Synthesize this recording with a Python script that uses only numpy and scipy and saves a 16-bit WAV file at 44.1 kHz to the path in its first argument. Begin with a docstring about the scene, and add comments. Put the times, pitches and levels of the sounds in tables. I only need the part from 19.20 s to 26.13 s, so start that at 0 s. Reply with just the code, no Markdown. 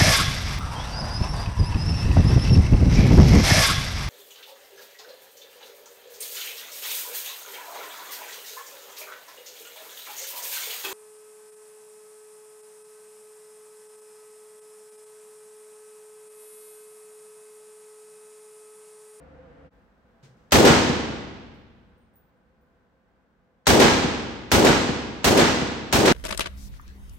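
"""Five pistol shots in a concrete indoor range, heard from just behind the shooter's booth.
Each is bands of two-channel noise under decay envelopes: booth blast, wave fronts, late return of the hall.
Filtered noise with wavering tones is the ventilation, loud at the target, then quieter in the booth.
A decaying sine with rustling noise settles the gun; a short dull noise burst comes just before each shot.
Spent cases tinkle on the floor as decaying modes of brass."""
import sys
import numpy as np
from scipy import signal
from scipy.fft import rfft, irfft, next_fast_len
from scipy.io import wavfile
from scipy.ndimage import uniform_filter1d

SR = 44100
rng = np.random.default_rng(int(sys.argv[2]) if len(sys.argv) > 2 else 0)


def store_wav(level_fs):
    """Save 16-bit WAV to argv[1]."""
    pcm = np.round(np.clip(np.atleast_2d(level_fs), -1, 1) * 32767)
    wavfile.write(sys.argv[1], SR, pcm.T.astype(np.int16))


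N = 305400
TIME = np.arange(N) / SR


def undb(db):
    """Level to amplitude: 20 dB is a factor of ten."""
    return 10 ** (np.asarray(db) / 20)


def at(table, hz):
    """Logarithmic frequency scale: values are interpolated linearly over log f."""
    f, value = np.transpose(table)
    return np.interp(np.log(np.maximum(hz, 1)), np.log(f), value)


def fade(t, rise, t60):
    """Build-up and exponential decay: energy saturates from t = 0 and falls by 60 dB in t60."""
    t = np.maximum(t, 0)
    build_up = 1 - np.exp(-t / rise)
    return build_up * np.exp(-np.log(1000) * t / t60)


def walk(rate):
    """Random modulation: Gaussian values, rate per second, joined by lines; spread near 1."""
    knots = rng.standard_normal(4096)
    return np.interp(TIME * rate, np.arange(len(knots)), knots)


def add(out, s, x):
    """Superposition: x is summed into out from time s on."""
    i = int(s * SR)
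    out[:, i:i + x.shape[1]] += x[:, :N - i]


# Likeness of the left and right channels: (f/Hz, correlation)
CHANNEL_LIKENESS = [(50, .68), (130, .68), (280, .82), (500, .55), (1000, .16), (3000, .08), (7000, .14),
                    (9500, .85), (15000, .85)]
TREBLE_LAG_S = .000246


def two_channel_noise(size, lag_from_hz=7000):
    """Correlation: mid and side share power; in the top treble both sides are alike, left slightly late."""
    f = np.fft.rfftfreq(size, 1 / SR)
    correlation = np.clip(at(CHANNEL_LIKENESS, f), 0, 1)
    mid, side = rfft(rng.standard_normal((2, size)))
    mid = mid * np.sqrt((1 + correlation) / 2)
    side = side * np.sqrt((1 - correlation) / 2)
    lag = np.exp(-2j * np.pi * f * TREBLE_LAG_S * (f > lag_from_hz))
    return np.array([(mid + side) * lag, mid - side])


def noise(colour):
    """Spectral shaping: two-channel noise takes the colour (f/Hz, level/dB) and is scaled to rms 1."""
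    size = next_fast_len(N, True)
    gain = undb(at(colour, np.fft.rfftfreq(size, 1 / SR)))
    x = irfft(two_channel_noise(size) * gain, size)[:, :N]
    return x / x.std()


def fans(colour, db, tones):
    """Turbulence and tonal radiation: rushing air, plus fan and duct tones wavering in level and phase."""
    out = noise(colour) * undb(db + 0.66 * walk(4.8))
    for hz, tone_db, width in tones:
        phase = 2 * np.pi * hz * TIME
        # independent quadrature parts spread the line over a narrow band
        tone = walk(width) * np.sin(phase) + walk(width) * np.cos(phase)
        out = out + undb(tone_db) * tone
    return out


# Spectrum of the air at the target: (f/Hz, relative level/dB)
TARGET_AIR = [(15, -40), (25, -19), (65, 0.5), (113, -16), (155, -6), (208, -13.5), (278, -6), (403, -20.5),
              (511, 1), (599, -19), (684, -11), (966, -19), (1560, -19), (3500, -37), (14000, -64)]
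# Fan and duct tones at the target: (f/Hz, level/dB, waver rate/Hz)
TARGET_TONES = [(75.2, -60, 7), (150, -57.5, 7), (176, -62, 11.6), (276, -64, 5), (525, -59.5, 4.5),
                (673, -68, 15)]
# Spectrum of the air in the booth: (f/Hz, relative level/dB)
BOOTH_AIR = [(25, -13.5), (50, 1), (105, -12), (160, -6), (231, -4.5), (315, -14), (400, -12), (600, -15),
             (900, -17), (1600, -19), (2300, -27.5), (5600, -41.5), (10000, -49), (15000, -48.5)]
# Fan and duct tones in the booth, before the level course: (f/Hz, level/dB, waver rate/Hz)
BOOTH_TONES = [(65, -76, 18), (188, -77, 13), (493, -78, 14), (510, -75, 65), (670, -82, 35),
               (820, -82, 40), (1020, -86, 40), (1540, -81.5, 200)]
# Level course of the booth ventilation: (t/s, level change/dB)
BOOTH_AIR_COURSE = [(.5, 5.5), (.7, 2), (1.2, 5), (3.4, 0), (4.4, -1)]
# air levels in dB; the booth's is before its level course
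TARGET_AIR_DB, BOOTH_AIR_DB = -50.4, -64.2
MOVE_S = .5


def ventilation(fade_s=0.036):
    """Stationary flow noise: the target's loud air fades out, then the booth's quieter air fades in."""
    target = fans(TARGET_AIR, TARGET_AIR_DB, TARGET_TONES)
    booth = fans(BOOTH_AIR, BOOTH_AIR_DB, BOOTH_TONES)
    target = target * np.clip((MOVE_S - TIME) / fade_s, 0, 1)
    booth = booth * np.clip((TIME - MOVE_S) / fade_s, 0, 1)
    return target + booth * undb(np.interp(TIME, *np.transpose(BOOTH_AIR_COURSE)))


# Case landings: (t/s, low ring level/dB, middle ring level/dB, high ring level/dB)
BOUNCES = [(2.34, -88, -102, -80), (2.776, -80, -110, -86), (2.935, -79, -110, -86), (2.955, -88, -91, -61),
           (3.167, -90, -110, -90), (3.409, -96, -83, -85), (6.66, -84, -92, -77)]
# Modes of a brass case: (f/Hz, t60/s, ring: 0 low, 1 middle, 2 high)
CASE_MODES = [(8700, .4, 0), (8810, 0.43, 0), (11080, .5, 1), (14810, .3, 2), (15070, .3, 2),
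              (15410, .3, 2)]


def cases(flutter=0.53, tick_gain=0.1256):
    """Modal excitation by impact: each landing ticks and rings the brass modes in its own mix."""
    out, t = np.zeros((2, N)), TIME[:SR // 2]
    tick = noise([(2000, -30), (6000, 0), (15000, 0)])[:, :len(t)] * fade(t, .001, .15)
    for s, *ring_db in BOUNCES:
        # the tick follows the loudest ring
        add(out, s, undb(max(ring_db)) * tick_gain * tick)
        for hz, t60, ring in CASE_MODES:
            phase = 2 * np.pi * (hz * t + rng.random((2, 1)))
            tumble = 1 + flutter * walk(70)[:len(t)]
            envelope = undb(ring_db[ring]) * tumble * fade(t, .001, t60)
            add(out, s, envelope * np.sin(phase))
    return out


# Movements of the gun: (t/s, thud level/dB, thud f/Hz, rustle level/dB, thud t60/s)
HANDLING = [(1.026, -39, 135, -52, .17), (1.082, -45, 127.9, -70, .3), (1.16, -58, 160, -72, .7)]


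def handling():
    """Damped resonance and friction: thuds and brief rustles as the gun is settled for aiming."""
    rustle_colour = [(200, -6), (450, 2), (900, -8), (2000, -7), (6000, -10), (9000, -18.5), (15000, -34.5)]
    out = 0
    for s, thud_db, hz, rustle_db, t60 in HANDLING:
        since = TIME - s
        thud = np.sin(2 * np.pi * hz * since) * fade(since, 0.011, t60)
        # the rustle outlasts the thud
        rustle = noise(rustle_colour) * fade(since, 0.0098, 1.6 * t60)
        out = out + undb(thud_db) * thud + undb(rustle_db) * rustle
    return out


# Shots, played by lead_burst() and shots():
# (t/s, relative level/dB, extra bass level/dB, far return relative level/dB)
SHOTS = [(1.3193, 1.6, 1.5, 1.2), (4.4675, 1.3, 0, 1.7), (5.3153, -0.5, 1.4, .5), (6.0422, -.7, 0, 1.4),
         (6.725, -1.7, 0.2, 2.5)]
LEAD_BURST_S = .011


def lead_burst(db=-39):
    """Exponentially damped noise: a short dull burst starts just before each shot."""
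    burst = noise([(200, -20), (850, -1.5), (1500, -6), (3500, -5), (5500, -8), (7200, -8),
                   (9000, -28), (15000, -45.5)])
    envelope = sum(fade(TIME - s + LEAD_BURST_S, 0.0024, .08) for s, *_ in SHOTS)
    return undb(db) * burst * envelope


def even(x, size):
    """Envelope normalisation: slow swells in mid and side are levelled, the fine grain stays."""
    pair = np.array([x[0] + x[1], x[0] - x[1]]) / 2
    power = pair ** 2 / np.mean(pair ** 2, axis=1, keepdims=True)
    # the small constant limits the lift of quiet stretches
    mid, side = pair / np.sqrt(uniform_filter1d(power, size) + 1 / 20)
    return np.array([mid + side, mid - side])


def repeats(front, first_s, step_s, step_db, count, keep=1):
    """Periodic reflection: equal delays, equal level steps, and a kept share of the bandwidth each time."""
    db, hz, octaves, rise, t60 = front
    return [(first_s + k * step_s, db + k * step_db, hz, octaves * keep ** k, rise, t60)
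            for k in range(count)]


# Kinds of wave front, each one row: (level/dB per Hz, centre f/Hz, width/octaves, rise/s, t60/s)
MUZZLE_CRACK = (-41.5, 1400, 1.8, .0008, .011)
FLOOR_THUMP = (-35, 75, 1.2, .003, .08)
SIDE_SLAP = (-47.5, 1200, 1.2, .0015, .06)
FAR_SLAP = (-49.5, 1500, 1.6, .0015, .06)
BAFFLE_ECHO = (-43, 355, .8, .004, .17)
FAR_FLUTTER = (-44.5, 900, 1.55, .003, .1)
NEAR_BOOM = (-32, 95, 1.2, .005, .09)
FAR_BOOM = (-32, 155, 1.4, .004, .09)
# first arrivals after the shot
MUZZLE_S, FLOOR_S, BAFFLE_S, SIDE_S = .0012, .012, .0225, .034
FAR_SLAP_S, NEAR_BOOM_S, FAR_BOOM_S = .131, .048, .178
# evenly spaced ceiling baffles: the outward echo gains as the beam grazes them more flatly
BAFFLE_STEP_S, BAFFLE_STEP_DB = .0198, 1.3
# the far wall's echo returns under the same baffles: level step and share of bandwidth kept at each
FAR_FLUTTER_DB, FAR_FLUTTER_KEEP = -1.4, .93
# bass rolling along the lane: time, level step and share of bandwidth kept per round trip
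ROUND_TRIP_S, ROUND_TRIP_DB, ROUND_TRIP_KEEP = .198, -8.5, .75


def wave_fronts():
    """Early reflections: crack, floor thump and wall slaps, baffle flutter out and back, rolling booms."""
    single = [(MUZZLE_S, *MUZZLE_CRACK), (FLOOR_S, *FLOOR_THUMP),
              (SIDE_S, *SIDE_SLAP), (FAR_SLAP_S, *FAR_SLAP)]
    outward = repeats(BAFFLE_ECHO, BAFFLE_S, BAFFLE_STEP_S, BAFFLE_STEP_DB, count=7)
    homeward = repeats(FAR_FLUTTER, FAR_SLAP_S + BAFFLE_STEP_S, BAFFLE_STEP_S, FAR_FLUTTER_DB,
                       count=6, keep=FAR_FLUTTER_KEEP)
    near = repeats(NEAR_BOOM, NEAR_BOOM_S, ROUND_TRIP_S, ROUND_TRIP_DB, count=4, keep=ROUND_TRIP_KEEP)
    far = repeats(FAR_BOOM, FAR_BOOM_S, ROUND_TRIP_S, ROUND_TRIP_DB, count=4, keep=ROUND_TRIP_KEEP)
    return single + outward + homeward + near + far


# Blast among the booth walls: (f/Hz, level/dB per Hz)
BOOTH = [(25, -73), (40, -57), (58, -45), (110, -47), (170, -45), (280, -45), (500, -48), (850, -47.5),
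         (1500, -52.5), (3000, -53.5), (6000, -56.5), (8400, -61.5), (11000, -65.5), (16000, -66.5)]
# Decay of the booth: (f/Hz, t60/s)
BOOTH_DECAY = [(60, 1.2), (400, 1.4), (800, .9), (2000, .85), (6000, .75), (13000, .4)]
# Long echo of the whole range: (f/Hz, level/dB per Hz)
HALL = [(25, -75), (40, -62), (62, -46.5), (110, -55.5), (170, -52), (240, -40.5), (420, -47.5),
        (650, -49.5), (1100, -52), (3000, -56.5), (6000, -59), (8400, -67.5), (11500, -76.5), (16000, -83)]
# Decay of the whole range: (f/Hz, t60/s)
HALL_DECAY = [(50, 2.2), (120, 2.3), (300, 1.45), (1000, 1.412), (3000, 1.415), (6000, 1.054), (9000, 0.69),
              (12000, .6), (16000, .5)]
# Standing waves of the lane and booth: (f/Hz, width/Hz, lift/dB)
STANDING_WAVES = [(145, 14, 3), (172, 25, -4), (228, 30, 2.5), (398, 14, 3), (476, 24, 4), (820, 35, 3),
                  (930, 70, 2.5), (1450, 27, 3.5), (1635, 40, 4), (1970, 24, 4), (3007, 34, 3),
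                  (4126, 50, 2), (6003, 65, 2), (6271, 50, 4)]
# Balance, left minus right: (f/Hz, level difference/dB)
BALANCE = [(60, 0), (130, 1.6), (300, .4), (1300, 0), (2700, -2.7), (5500, 2), (12000, -0.2)]
FAR_WALL_S = 0.12


def shots(size=110592, scramble_hz=1500, lowest_change=0.14, bass_hz=500, build_cycles=0.8,
          far_rise_s=0.016, near_rise_s=0.0022, clump_db=0.8, clump_rate=260, clump_hz=600):
    """Reverberation: blasts excite the same reflections; stirred air scrambles their treble each time."""
    t, f = np.arange(size) / SR, np.fft.rfftfreq(size, 1 / SR)
    standing_db = sum(db / (1 + (2 * (f - hz) / width) ** 2) for hz, width, db in STANDING_WAVES)
    # share of the power that is new with each shot
    change = np.clip(lowest_change + f ** 2 / (f ** 2 + scramble_hz ** 2), 0, 1)
    walls = two_channel_noise(size)
    fields = np.array([walls * np.sqrt(1 - change) + two_channel_noise(size) * np.sqrt(change)
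                       for _ in SHOTS])
    fields = (fields * undb(standing_db)).astype(np.complex64)
    # reflections arrive in clumps, which makes the treble crackle
    clumps = clump_db * walk(clump_rate)[:size]
    fronts = wave_fronts()
    front_power = np.array([(undb(db) * fade(t - delay, rise, t60)) ** 2
                            for delay, db, _, _, rise, t60 in fronts])
    _, _, front_hz, front_width, _, _ = np.transpose(fronts)
    out = np.zeros((2, N))
    for hz in 25 * 2 ** (np.arange(20) / 2):
        # overlapping bands spaced by half an octave; long waves need longer to fill the booth
        band = np.maximum(1 - 2 * abs(np.log2((f + 1e-9) / hz)), 0).astype(np.float32)
        build = build_cycles / hz
        booth = undb(at(BOOTH, hz)) * fade(t, build + near_rise_s, at(BOOTH_DECAY, hz))
        front_share = np.exp(-(np.log2(hz / front_hz) / front_width) ** 2)
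        near_power = booth ** 2 + front_share @ front_power
        hall = undb(at(HALL, hz)) * fade(t - FAR_WALL_S, far_rise_s + build / 2, at(HALL_DECAY, hz))
        far_power = hall ** 2
        # the root turns level per Hz into level over the full bandwidth
        grain = undb(clumps * hz / (hz + clump_hz)) * np.sqrt(SR / 2)
        balance = undb(at(BALANCE, hz) * np.array([[1], [-1]]) / 2)
        for (s, db, bass_db, far_db), field in zip(SHOTS, fields):
            gain = undb(db + bass_db / (1 + (hz / bass_hz) ** 2))
            decay = np.sqrt(near_power + far_power * undb(far_db) ** 2)
            envelope = gain * grain * balance * decay
            add(out, s, even(irfft(field * band, size), size=2400) * envelope)
    return out


def scene():
    """Linear superposition: the shots over the small sounds of the range."""
    return ventilation() + cases() + handling() + lead_burst() + shots()


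LOW_CUT_HZ, TOP_HZ = 40, 15800


def record(dry, ceiling=1.25):
    """Band limiting and saturation: deepest bass drops, loudest peaks are rounded, the top is cut."""
    thin = signal.sosfilt(signal.butter(4, LOW_CUT_HZ, "high", fs=SR, output="sos"), dry)
    rounded = ceiling * np.tanh(thin / ceiling)
    return signal.sosfilt(signal.ellip(10, .2, 80, TOP_HZ, fs=SR, output="sos"), rounded)


dry = scene()
out = record(dry)
store_wav(out)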